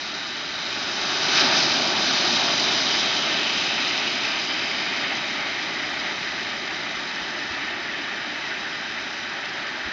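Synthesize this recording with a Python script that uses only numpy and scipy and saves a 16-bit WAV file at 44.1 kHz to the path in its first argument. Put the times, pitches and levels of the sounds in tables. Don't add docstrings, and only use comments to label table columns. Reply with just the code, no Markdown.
import sys
import numpy as np
from scipy import signal
from scipy.fft import rfft, irfft, next_fast_len
from scipy.io import wavfile
from scipy.ndimage import uniform_filter1d

SR = 44100
rng = np.random.default_rng(int(sys.argv[2]) if len(sys.argv) > 2 else 0)


def linear_from_db(decibels):
    return 10 ** (np.asarray(decibels, float) / 20)


def dump(signal):
    limited = np.clip(np.atleast_2d(signal).T, -1, 1)
    pcm = np.round(limited * 32767).astype(np.int16)
    wavfile.write(sys.argv[1], SR, pcm)


N = 437472


def rms_one(x):
    return x / np.sqrt(np.mean(x ** 2) + 1e-20)


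def in_time(rows, times):
    s, *columns = np.transpose(rows)
    return np.array([np.interp(times, s, column) for column in columns])


def at_hz(points, hz):
    point_hz, point_db = np.transpose(points)
    return np.interp(np.log(hz), np.log(point_hz), point_db)


def coloured(x, spectrum):
    size = next_fast_len(N)
    hz = np.maximum(np.fft.rfftfreq(size, 1 / SR), 1)
    return irfft(rfft(x, size) * linear_from_db(at_hz(spectrum, hz)), size)[:N]


def filtered(x, order, hz, kind):
    return signal.sosfilt(signal.butter(order, hz, kind, fs=SR, output="sos"), x)


def drift(rate_hz):
    r = np.exp(-40 * np.pi * rate_hz / SR)
    steps = rng.standard_normal(N // 20 + 2002)
    slow = signal.lfilter([1], [1, -2 * r, r * r], steps)[2000:]
    return np.interp(np.arange(N) / 20, np.arange(len(slow)), rms_one(slow))


def swell(times, at_s, half_s):
    return np.exp(-((times - at_s) / half_s) ** 2)


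def lift(hz, centre_hz, lift_db, octaves):
    return lift_db * np.exp(-1.1 * abs(np.log2(hz / centre_hz) / octaves) ** 1.4)


# start_s, flow_db, heat_db
BURN = [(0.0, -28.5, 2.5), (0.3, -29, 0), (0.6, -28.5, 2.5), (1.0, -24.5, 3.5), (1.25, -21, 4.5),
        (1.5, -19.5, 4), (1.9, -20.5, 5), (2.2, -20, 6), (2.6, -20.5, 6), (3.0, -21, 4.5), (3.3, -22.5, 1),
        (3.9, -23.5, 2), (4.9, -25.5, -1), (5.6, -27.5, -1), (6.6, -29, -2.5), (7.6, -29, -4.5),
        (8.4, -30, -2.5), (9.92, -30, -4.5)]
# centre_s, half_length_s, flow_db, heat_db, roar_db
SPURTS = [(0.201, .3, -0.55, 0.1, -1), (1.172, 0.061, -1, 0, 1), (1.384, 0.057, 4, 1, -3.5),
          (1.451, 0.034, 0.2, -0.5, 2.5), (1.586, 0.058, 2.5, 4.5, 0.4), (1.868, 0.043, -1.2, 2, 3),
          (1.944, 0.036, -1.5, -5.5, 0.5), (2.094, 0.87, 0, -0.4, 2.5), (2.252, .06, -0.2, 1, 1),
          (3.001, .07, 0.4, 0, 0.5), (3.6, .07, 0.5, 1, -0.5), (3.893, .06, 0.5, 0.5, -0.2),
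          (6.403, 1, 0.45, 1, 1), (7.402, .4, -0.2, 2, 0.7), (8.398, 0.32, 0.5, -1.7, -0.5)]


def burn(times):
    controls = np.vstack([in_time(BURN, times), 0 * times])
    for s, half_s, *push_db in SPURTS:
        controls += np.outer(push_db, swell(times, s, half_s))
    return controls


# centre_s, half_length_s, pitch_hz, lift_db
PASSING_LIFTS = [(0.203, 0.56, 4000, 3.5), (0.302, .3, 3000, -1.5), (1.549, 0.74, 1970, -4.5),
                 (1.55, 0.22, 3070, -4.5), (2.1, 0.11, 1600, 5.5), (2.7, .3, 1000, 4), (4.6, 0.35, 4900, 3.5),
                 (7.101, .3, 2000, -1.5), (8.4, 1.3, 2650, 3.2), (1.25, 0.37, 160, -5.5), (2.2, .3, 430, -3),
                 (.75, .2, 2200, 1), (1.7, .3, 4600, 2), (3.2, .2, 1450, -1.5), (4.6, .5, 3100, 1),
                 (4.3, .5, 2400, -1), (3.9, 0.66, 2700, 2), (4.8, 1.2, 5600, -1.5), (6.9, .4, 2050, 1),
                 (6.9, .3, 1600, -1.5), (8.9, .8, 5500, 2.5), (7.9, .5, 350, 2.5), (2.5, .3, 620, 1),
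                 (2.15, .2, 4300, 2.5), (1.6, .06, 5100, 1.5), (4.4, .2, 1550, 2), (7.1, .15, 2300, 0.5),
                 (1.5, .3, 7100, -4), (2.7, .4, 7100, -2), (4.15, .15, 2200, 1.5), (1.3, .04, 4900, -2),
                 (7.4, .8, 1880, 1)]


def can(hz, times):
    full_db, full_ends_s, full_fade_s = 3, 1.55, 0.15
    ring_db = full_db * (1 - np.tanh((times - full_ends_s) / full_fade_s)) / 2
    full = lift(hz, 1510, ring_db, 0.43)

    hollow_from_s, sink_s, grow_s = 2.56, 1.68, 1.6
    top_hz, rest_hz = 3730, 1702
    age = np.maximum(times - hollow_from_s, 0)
    sinking_hz = rest_hz + (top_hz - rest_hz) * np.exp(-age / sink_s)
    clear = 1 - np.exp(-age / grow_s)
    body = lift(hz, sinking_hz, 5.5, 0.42)
    core = lift(hz, sinking_hz, 1.5, 0.12)

    passing = sum(lift(hz, pitch_hz, db * swell(times, s, half_s), 0.12) for s, half_s, pitch_hz, db in PASSING_LIFTS)
    return clear * (body + core) + full + passing


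CONTROL_HZ = [700, 1900, 3900, 5400]
# pitch_hz, level_db (per Hz)
JET = [(25, -33), (60, -21.5), (150, -3.5), (300, 3), (800, 2), (1500, 1.5), (2400, 1.5), (3800, 5),
       (5100, -1), (6100, -8.5), (6600, -20.5), (7000, -23), (7300, -28)]
# pitch_hz, depth_db
FLUTTER = [(200, 0.05), (1500, -0.68), (3000, -0.57), (6000, 0.33)]


def jet():
    frame, overlap = 512, 384
    hz, times, frames = signal.stft(rng.standard_normal(N), SR, nperseg=frame, noverlap=overlap)
    hz = np.maximum(hz, 20)[:, None]

    _, heat, roar = burn(times)
    tilt = np.array([roar, 0 * roar, 0.67 * heat, heat])
    tilt -= tilt.mean(axis=1, keepdims=True)
    share = np.hstack([np.interp(np.log(hz), np.log(CONTROL_HZ), row) for row in np.eye(4)])
    shape = linear_from_db(share @ tilt + can(hz, times))
    shape /= np.sqrt(np.mean((shape * linear_from_db(at_hz(JET, hz))) ** 2, axis=0))

    sputter = 0.7 * drift(6) + 0.8 * drift(30)
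    gusts = in_time(np.c_[np.arange(N) / SR, sputter], times)
    patches = uniform_filter1d(rng.standard_normal(frames.shape), size=7, axis=0)
    patches = uniform_filter1d(patches, size=9, axis=1)
    shape *= linear_from_db(at_hz(FLUTTER, hz) * (gusts + 0.41 * rms_one(patches)))
    noise = signal.istft(frames * shape, SR, nperseg=frame, noverlap=overlap)[1][:N]

    rasp_db = drift(45) + 0.85 * drift(160) + 1.4 * drift(540)
    top = filtered(noise, 2, 2500, "high")
    noise = coloured(noise + top * (linear_from_db(rasp_db) - 1), JET)
    flow_db = burn(np.arange(N) / SR)[0]
    return linear_from_db(flow_db + 2.0) * rms_one(noise)


def peak(x, hz, width_hz, db):
    w, a = 2 * np.pi * hz / SR, linear_from_db(db / 2)
    k = np.pi * width_hz / SR
    above = [1 + k * a, -2 * np.cos(w), 1 - k * a]
    below = [1 + k / a, -2 * np.cos(w), 1 - k / a]
    return signal.lfilter(above, below, x)


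# pitch_hz, width_hz, level_db
NEAR_BOUNCES = [(481, 50.5, -19), (526, 68, -2), (1037, 105, -8), (1386, 55, -2), (1686, 39, -3.5),
                (1800, 27, 1), (2180, 52, -1), (2270, 48, -1), (2740, 70, -9.5), (2837, 70, -4),
                (2993, 110, 0), (3415, 247, -8.5), (3650, 300, -0.5), (4373, 720, -6), (5120, 430, 2.5),
                (5454, 400, -4), (5520, 170, -3), (5950, 220, 1.5)]
# delay_s, level_db
TRACK_ECHOES = [(.00335, -31), (.0046, -40), (.008, -31)]


def path(x):
    for hz, width_hz, db in NEAR_BOUNCES:
        x = peak(x, hz, width_hz, db)
    return x + sum(linear_from_db(db) * np.roll(x, round(s * SR)) for s, db in TRACK_ECHOES)


def field():
    rumble = filtered(rng.standard_normal(N), 2, [45, 115], "band")
    hiss = filtered(rng.standard_normal(N), 3, [6500, 7600], "band")
    rumble_db, hiss_db = -60.5 + 1.3 * drift(2), -67
    return linear_from_db(rumble_db) * rms_one(rumble) + linear_from_db(hiss_db) * rms_one(hiss)


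def wood(x):
    slap_s, slap_db = 0.0397, -15
    leaves_db, leaves_t60_s, leaves_rise_s = -16, 0.3, 0.03
    t = np.arange(SR // 5) / SR
    rise = np.minimum(t / leaves_rise_s, 1) ** 2
    scatter = rng.standard_normal(len(t)) * linear_from_db(-60 * t / leaves_t60_s) * rise
    reply = linear_from_db(leaves_db) * scatter / np.sqrt(np.sum(scatter ** 2))
    reply[round(slap_s * SR)] += linear_from_db(slap_db)
    reply = filtered(reply, 2, [1100, 3600], "band")
    return signal.fftconvolve(x, reply)[:N]


# start_s, peak_db, pitch_hz
PUFFS = [
    (4.32, -46, 35),
    (6.96, -46, 50),
    (7.205, -45, 58),
    (7.5, -39, 82),
    (8.88, -54, 35),
    (9.851, -36, 66),
]


def puffs():
    out, t = np.zeros(N), np.arange(SR // 16) / SR
    for s, db, hz in PUFFS:
        push = np.sin(2 * np.pi * hz * t) * (hz * t) ** 2 * np.exp(-3.2 * hz * t)
        at = round(s * SR)
        out[at:at + len(t)] -= linear_from_db(db) * push / abs(push).max()
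    return out


def scene():
    hiss = jet()
    return (path(hiss + wood(hiss)) + field() + puffs())[None]


# pitch_hz,
# level_db
GHOST = [(8150, -29), (8400, -1), (8750, -27), (9050, -6.5), (9800, -14), (10500, -8), (11600, -3),
         (12800, 1.5), (14500, 8)]


def ghost(x):
    shift_hz, level_db = 7740, -50
    turning = np.exp(2j * np.pi * shift_hz * np.arange(N) / SR)
    moved = signal.hilbert(x, next_fast_len(N))[:N] * turning
    return linear_from_db(level_db) * coloured(moved.real, GHOST)


def drop_bands(x, level_db):
    bands = [(7850, 9000, level_db + 25.5),
             (9000, 9700, level_db / 2 + 10),
             (14300, 15500, -25 - level_db)]
    for low_hz, high_hz, gone in bands:
        window = [(low_hz - 30, -200), (low_hz, 0), (high_hz, 0), (high_hz + 30, -200)]
        band = coloured(x, window)
        x = x - band * (1 + np.tanh(3.0 * (gone + 1.5 * drift(15)))) / 2
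    return x


def top_cut(x):
    return signal.sosfilt(signal.butter(12, 15000, fs=SR, output="sos"), x)


def record(dry):
    edge_hz, mic_cut_hz = 7336, 40
    x = signal.sosfilt(signal.ellip(9, 0.5, 70, edge_hz, fs=SR, output="sos"), dry[0])
    x = filtered(x, 2, mic_cut_hz, "high")
    level_db = 10 * np.log10(uniform_filter1d(x ** 2, size=4096) + 1e-12)
    mix = drop_bands(x + ghost(x), level_db)
    return top_cut(mix[None])


dry = scene()
out = record(dry)
dump(out)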